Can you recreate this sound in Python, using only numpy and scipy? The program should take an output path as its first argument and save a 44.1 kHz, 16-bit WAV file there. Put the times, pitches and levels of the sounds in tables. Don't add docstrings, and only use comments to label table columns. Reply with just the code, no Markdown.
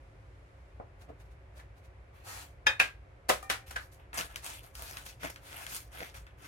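import sys
import numpy as np
from scipy import signal
from scipy.fft import rfft, irfft, next_fast_len
from scipy.io import wavfile

SR = 44100
rng = np.random.default_rng(int(sys.argv[2]) if len(sys.argv) > 2 else 0)


def unload_wav(signal):
    wavfile.write(
        sys.argv[1],
        SR,
        np.round(np.clip(np.atleast_2d(signal).T, -1, 1) * 32767).astype(np.int16),
    )


N = 285327
TIME = np.arange(N) / SR
SHORT = TIME[:16384]


def from_db(db):
    return 10 ** (np.asarray(db) / 20)


def rms_one(x):
    return x / np.sqrt(np.mean(x ** 2) + 1e-20)


def energy_one(x):
    return x / np.sqrt(np.sum(x ** 2, axis=-1, keepdims=True) + 1e-20)


def at_hz(points, hz):
    f, value = np.transpose(points)
    return np.interp(np.log(hz + 1), np.log(f), value)


def treble(hz):
    above_hz = 3800
    return hz ** 2 / (hz ** 2 + above_hz ** 2)


def add(out, sound, s):
    start = int(s * SR)
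    out[:, start:start + sound.shape[1]] += sound[:, :N - start]


def colour(x, spectrum):
    size = next_fast_len(N)
    gain = from_db(at_hz(spectrum, np.fft.rfftfreq(size, 1 / SR)))
    return rms_one(irfft(rfft(x, size) * gain, size)[..., :N])


def click(level_db):
    cepstrum = irfft(np.log(from_db(level_db)))
    half = len(cepstrum) // 2
    cepstrum[1:half] *= 2
    cepstrum[half + 1:] = 0
    return irfft(np.exp(rfft(cepstrum)))


def room(x, lag_s, wet_db, scatter_s, scatter_db):
    t60_s, tail_rise_s = 0.21, 0.0012
    balance = from_db([[.5], [-.5]])
    swell = (SHORT / scatter_s) ** 2 * np.exp(-SHORT / scatter_s)
    near = from_db(scatter_db) * energy_one(rng.standard_normal(len(SHORT)) * swell)
    near[0] += 1
    near = energy_one(np.array([near, np.roll(near, int(lag_s * SR))]))
    tail = rng.standard_normal((2, len(SHORT))) * np.exp(-np.log(1000) * SHORT / t60_s)
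    tail *= 1 - np.exp(-SHORT / tail_rise_s)
    response = energy_one(near + from_db(wet_db) * energy_one(tail)) * balance
    return signal.fftconvolve(x[None], response, axes=1)[:, :len(x)]


def swells(events, rise_db_per_s, fall_db_per_s):
    power = 0
    for s, peak_db in events:
        drop_db = np.maximum(rise_db_per_s * (s - TIME), fall_db_per_s * (TIME - s))
        power = power + from_db(peak_db - np.minimum(drop_db, 200)) ** 2
    return np.sqrt(power)


def grains(per_s, spread_db):
    sizes = from_db(spread_db * np.minimum(rng.exponential(1, N), 4.5)) * rng.choice([-1, 1], N)
    return rms_one(sizes * (rng.random(N) < per_s / SR))


def drift(per_s):
    steps = rng.standard_normal(int(per_s * N / SR) + 2)
    return rms_one(np.interp(TIME * per_s, np.arange(len(steps)), steps))


def fan():
    # (frequency [Hz], relative level [dB])
    drone_spectrum = [(20, -35), (35, -10), (48, 1.5), (62, 10.5), (76, -1), (93, 2), (120, -2),
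                      (160, -13.5), (240, -22.5), (370, -18.5), (600, -16.5), (800, -19.5), (2300, -24.5),
                      (3100, -36), (14000, -75.5)]
    # (frequency [Hz], relative level [dB])
    air_spectrum = [(1500, -20), (3000, 0), (5000, -4), (8000, -8), (12000, -11), (13500, -36)]
    # (frequency [Hz], correlation [-1..1])
    likeness = [(60, 0.99), (130, 0.94), (290, 0.9), (640, .33), (1400, -0.24), (3100, 0.12)]
    # (frequency [Hz], width at half amplitude [Hz], rms level [dB])
    duct_modes = [(291, 6.9, -80), (375.5, 35, -79.5), (539.6, 14, -76), (705, 12.4, -84)]
    # (time [s], rms level [dB])
    air_level = [(.7, -77.5), (.85, -80.5)]
    drone_db = -53

    size = next_fast_len(N)
    hz = np.fft.rfftfreq(size, 1 / SR)
    alike = np.clip(at_hz(likeness, hz), -1, 1)
    mid, side = rfft(rng.standard_normal((2, size)))
    source = np.sqrt(1 + alike) * mid + np.sqrt(1 - alike) * side * [[1], [-1]]
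    drone = from_db(drone_db) * colour(irfft(source, size), drone_spectrum)
    duct = 0
    for mode_hz, width_hz, db in duct_modes:
        resonance = irfft(source / (1 + (2 * (hz - mode_hz) / width_hz) ** 2), size)[:, :N]
        duct = duct + from_db(db) * rms_one(resonance)
    air_gain = from_db(np.interp(TIME, *np.transpose(air_level)))
    air = air_gain * colour(rng.standard_normal((2, N)), air_spectrum)
    return drone + duct + air


def gloves():
    # (peak time [s], peak level [dB])
    swishes = [(1.02, -57), (1.21, -60.5), (1.26, -69.5), (1.32, -68), (1.575, -54.5), (1.78, -62.5),
               (1.85, -62)]
    # (frequency [Hz], relative level [dB])
    spectrum = [(200, 1), (600, 10.0), (2000, 4), (5000, -3), (12000, -5.0), (15000, -15)]
    swish = colour(grains(per_s=7100, spread_db=5.5), spectrum)
    swish = rms_one(room(swish, lag_s=.0002, wet_db=4.5, scatter_s=0.00072, scatter_db=18))
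    return swish * swells(swishes, rise_db_per_s=650, fall_db_per_s=423)


def ring(modes):
    rise_s, balance = 0.0012, from_db([[.5], [-.5]])
    out = 0
    for hz, db, t60_s in modes:
        decay = np.exp(-np.log(1000) * SHORT / t60_s)
        partner_hz = rng.choice([-1, 1]) * rng.uniform(20, 50)
        for detune_hz, share_db in [(0, 0), (partner_hz, -7)]:
            right_phase = rng.choice([-1, 1]) * rng.uniform(1, 1.72)
            phase = 2 * np.pi * rng.random() + np.array([[0], [right_phase]])
            tone = np.sin(2 * np.pi * (hz + detune_hz) * SHORT + phase)
            out = out + from_db(db + share_db) * tone * decay
    return out * (1 - np.exp(-(SHORT / rise_s) ** 2)) * balance


def knocks():
    rings = { "tin": [(554, -15, .19), (845, -15, .19), (1705, 0, .12), (2498, -3, .19), (2745, -14, .16),
             (3246, -4, .12), (3666, -8, .2), (5001, -11, .12), (5276, -15, .1), (5696, -23, .13),
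             (6196, -16, .12), (6971, -24, .13)], "lid": [(1290, -31, 0.17), (1624, -5.5, 0.23),
             (2134, -15, 0.1186), (2420, -2, 0.13), (2460, -15, 0.25), (2600, 5, 0.085),
             (3710, -12.5, 0.14)], "rim": [(780, -11.5, 1), (1220, -3.5, 0.16), (1840, -15, 1),
             (2370, -17.5, 1)], "table": [(393, -9, .15), (501, -2, .17), (560, -6, .2), (613, 1, .16),
             (731, -2, .14), (985, -3, .13), (1034, -1, .13), (1253, -2, .14), (1464, -8, .15)], }
    # (time [s], what rings, blow [dB], bass weight [dB], treble lift [dB], ring [dB],
    #  scuff time constant [s], hollow pitch [Hz], hollow boost [dB])
    knock_events = [ (0.799, "table", -11, 15.5, -48, -55, 0.00054, 644, 6),
                    (1.087, "table", -17.5, 8.5, -21, -65, .004, 440, 16),
                    (1.593, "lid", -14, 0, -9, -78, .004, 1800, 9),
                    (2.667, "tin", 23, -14, -23, -18.5, .00082, 1690, 10),
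                    (2.799, "lid", 23, -8.5, -16, -20, 0.00076, 2600, 7),
                    (3.29, "table", 8.5, 7.5, 6, -58, 0.002, 1100, 3),
                    (3.296, "table", 18, -1, -8, -25.5, 0.0021, 606, 8),
                    (3.427, "rim", -22.5, 16, 16, -39.5, .001, 1320, 8.5),
                    (3.499, "lid", 18, -7.5, -9, -60, 0.001, 1430, 5),
                    (3.708, "lid", -9, 5, 3.5, -74, 0.0014, 1440, 5.5),
                    (3.76, "lid", 9.5, -10, -17, -51, 0.0019, 1600, 11.5), ]
    # (frequency [Hz], relative level [dB])
    blow_spectrum = [(60, -15.5), (200, -11), (600, -2), (1800, -1.5), (5000, -9), (11000, -12),
                     (16000, -21.5)]
    weight_below_hz, hollow_half_width = 1160, 0.088
    faint_copy_db, faint_copy_lead_s = -18, .004

    out, hz = np.zeros((2, N)), np.fft.rfftfreq(len(SHORT), 1 / SR)
    for s, thing, db, weight_db, lift_db, ring_db, scuff_s, hollow_hz, hollow_db in knock_events:
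        weight = weight_db / (1 + (hz / weight_below_hz) ** 4)
        hollow = hollow_db / (1 + ((hz / hollow_hz - 1) / hollow_half_width) ** 2)
        blow = click(db + at_hz(blow_spectrum, hz) + weight + lift_db * treble(hz) + hollow)
        contact = room(blow, lag_s=.00045, wet_db=2.5, scatter_s=scuff_s, scatter_db=7.5)
        add(out, from_db(faint_copy_db) * contact, s - faint_copy_lead_s)
        add(out, contact + from_db(ring_db) * ring(rings[thing]), s)
    return out


def snaps():
    # (time [s], level [dB], treble lift [dB])
    snap_events = [(4.131, 0.5, -25), (4.158, -15, -6), (4.189, 2.5, -1), (4.21, 1, 2), (4.359, -2, 5),
                   (4.464, -7.5, 7.5), (4.753, -12.5, 9.5), (4.970, -1.5, -2.5), (5.233, 1, -23),
                   (5.247, -3, -9), (5.360, -7.5, -7.5), (5.666, -3.5, 0.5), (5.722, -4, -17),
                   (6.005, 1, -17), (6.15, -8, -21.5), (6.267, -15, -11)]
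    # (frequency [Hz], relative level [dB])
    tick_spectrum = [(150, -11), (600, -19), (1500, 0.5), (2800, -5), (5000, -9), (12000, -16),
                     (16000, -24)]
    out, hz = np.zeros((2, N)), np.fft.rfftfreq(len(SHORT), 1 / SR)
    for s, db, lift_db in snap_events:
        tick = click(db + at_hz(tick_spectrum, hz) + lift_db * treble(hz))
        add(out, room(tick, lag_s=.00032, wet_db=-2.5, scatter_s=.0005, scatter_db=2), s)
    return out


def flex(x, depth_db, per_s):
    size = next_fast_len(N)
    spectrum, hz = rfft(x, size), np.fft.rfftfreq(size, 1 / SR)
    band = 2 * np.log2(np.clip(hz, 250, 16000) / 250)
    out = 0
    for k in range(int(band.max()) + 1):
        share = np.maximum(1 - abs(band - k), 0)
        out = out + irfft(spectrum * share, size)[:N] * from_db(depth_db * drift(per_s))
    return out


def stroke_controls(strokes):
    attack_share, tighten_db, release_db_per_s = 0.37, 4, 256.5
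    rustle_power, hiss_power, taut = np.zeros((3, N))
    for s, length_s, rustle_db, hiss_db, swell_db, taut_db in strokes:
        span = slice(int(s * SR), int((s + length_s + .5) * SR))
        age_s = np.maximum(TIME[span] - s, 0)
        progress = np.minimum(age_s / length_s, 1)
        attack = np.sin(np.pi / 2 * np.minimum(progress / attack_share, 1)) ** 2
        release_db = release_db_per_s * np.maximum(age_s - length_s, 0)
        gain = attack * from_db(swell_db * (progress - .5) - release_db)
        power = (gain * from_db(rustle_db)) ** 2
        rustle_power[span] += power
        hiss_power[span] += (gain * from_db(hiss_db)) ** 2
        taut[span] += power * (taut_db + tighten_db * (progress - .5))
    return np.sqrt(rustle_power), np.sqrt(hiss_power), taut / (rustle_power + 1e-20)


def sheet(strokes, flapping, bend_db, crinkle_db):
    # (frequency [Hz], relative level [dB])
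    flap_spectrum = [(90, -24), (170, -2), (230, -17), (290, -3), (370, -13.5), (480, -4.5), (700, -10.5),
                     (1400, -51)]
    rustle_spectrum = [(350, -16), (650, 1), (850, 6.5), (1400, 3.5), (2500, 1), (3600, -4.5), (4600, -36),
                       (8000, -39)]
    hiss_spectrum = [(2500, -25), (4200, 0), (6500, -.5), (10000, -1.8), (13000, -2.5), (16000, -12)]
    flutter_db = -18.5

    friction = rng.standard_normal(N) + grains(per_s=2500, spread_db=3.5)
    friction = flex(friction, depth_db=bend_db, per_s=22)
    rubbing = rms_one(room(friction, lag_s=0.00036, wet_db=15.0, scatter_s=0.00016, scatter_db=0))
    buckles = flex(grains(per_s=420, spread_db=4), depth_db=5, per_s=90)
    crinkle = rms_one(room(buckles, lag_s=.00032, wet_db=-3, scatter_s=.0002, scatter_db=-3))
    texture = rubbing + from_db(crinkle_db) * crinkle

    flap = colour(texture, flap_spectrum)
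    rustle = colour(texture, rustle_spectrum)
    hiss = colour(texture, hiss_spectrum)
    rustle_gain, hiss_gain, taut_db = stroke_controls(strokes)
    slack = signal.sosfiltfilt(signal.butter(2, 1500, fs=SR, output="sos"), rustle)
    tilt = from_db(taut_db)
    rustle = (slack / tilt + (rustle - slack) * tilt) / np.sqrt((tilt ** 2 + tilt ** -2) / 2)
    flap_gain = np.hypot(flapping, from_db(flutter_db) * rustle_gain)
    return flap_gain * flap + rustle_gain * rustle + hiss_gain * hiss


def paper():
    # (time [s], length [s], rustle [dB],
    #  sliding hiss [dB], swell over the stroke [dB], tautness [dB])
    slides = [(2.12, 0.12, -64, -72.5, -2, 2), (2.225, 0.2, -49, -49, -4, -0.5)]
    strokes = [ (3.655, 0.068, -56.5, -58, -2, 11), (3.79, 0.049, -62, -61, 1, -14),
               (3.91, 0.034, -70, -64, 0, 9), (3.985, 0.038, -60, -79, -6, -1),
               (4.125, 0.074, -43, -46.5, 14, 0.5), (4.29, 0.046, -53, -59, -4.5, 0),
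               (4.41, .15, -46, -47, -5.5, 3), (4.62, 0.047, -58.5, -60.5, -1.5, -3.5),
               (4.725, 0.17, -52.5, -50, 5.5, -1), (4.90, 0.12, -53, -54, -3.5, 0),
               (5.045, 0.055, -51.5, -50.5, -4, 3), (5.19, 0.038, -54.5, -61.5, 16, 13),
               (5.225, 0.028, -40.5, -47.5, 3.5, 1), (5.295, .022, -57, -49.5, -13, -14),
               (5.39, .25, -50.5, -52.5, 9, -0.5), (5.66, 0.11, -51, -44.5, 9, 4),
               (5.90, 0.17, -49, -53, -2.5, 3), (6.135, 0.037, -51.5, -55, 2, 3),
               (6.265, 0.018, -55.5, -74, -8, 20), (6.36, 0.1, -60, -65, 19, 1), ]
    # (peak time [s], peak level [dB])
    flaps = [(1.103, -48.5), (4.2, -44.5), (4.37, -56.5), (5.25, -41), (5.96, -53.5), (6.015, -44.5)]
    flapping = swells(flaps, rise_db_per_s=650, fall_db_per_s=420)
    flat = sheet(slides, 0, bend_db=1.2, crinkle_db=-10)
    bent = sheet(strokes, flapping, bend_db=2.5, crinkle_db=-.5)
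    return flat + bent


def scene():
    return fan() + gloves() + knocks() + snaps() + paper()


def record(dry):
    cutoff_hz = 15900
    return signal.sosfilt(signal.ellip(10, .1, 80, cutoff_hz, fs=SR, output="sos"), dry)


dry = scene()
out = record(dry)
unload_wav(out)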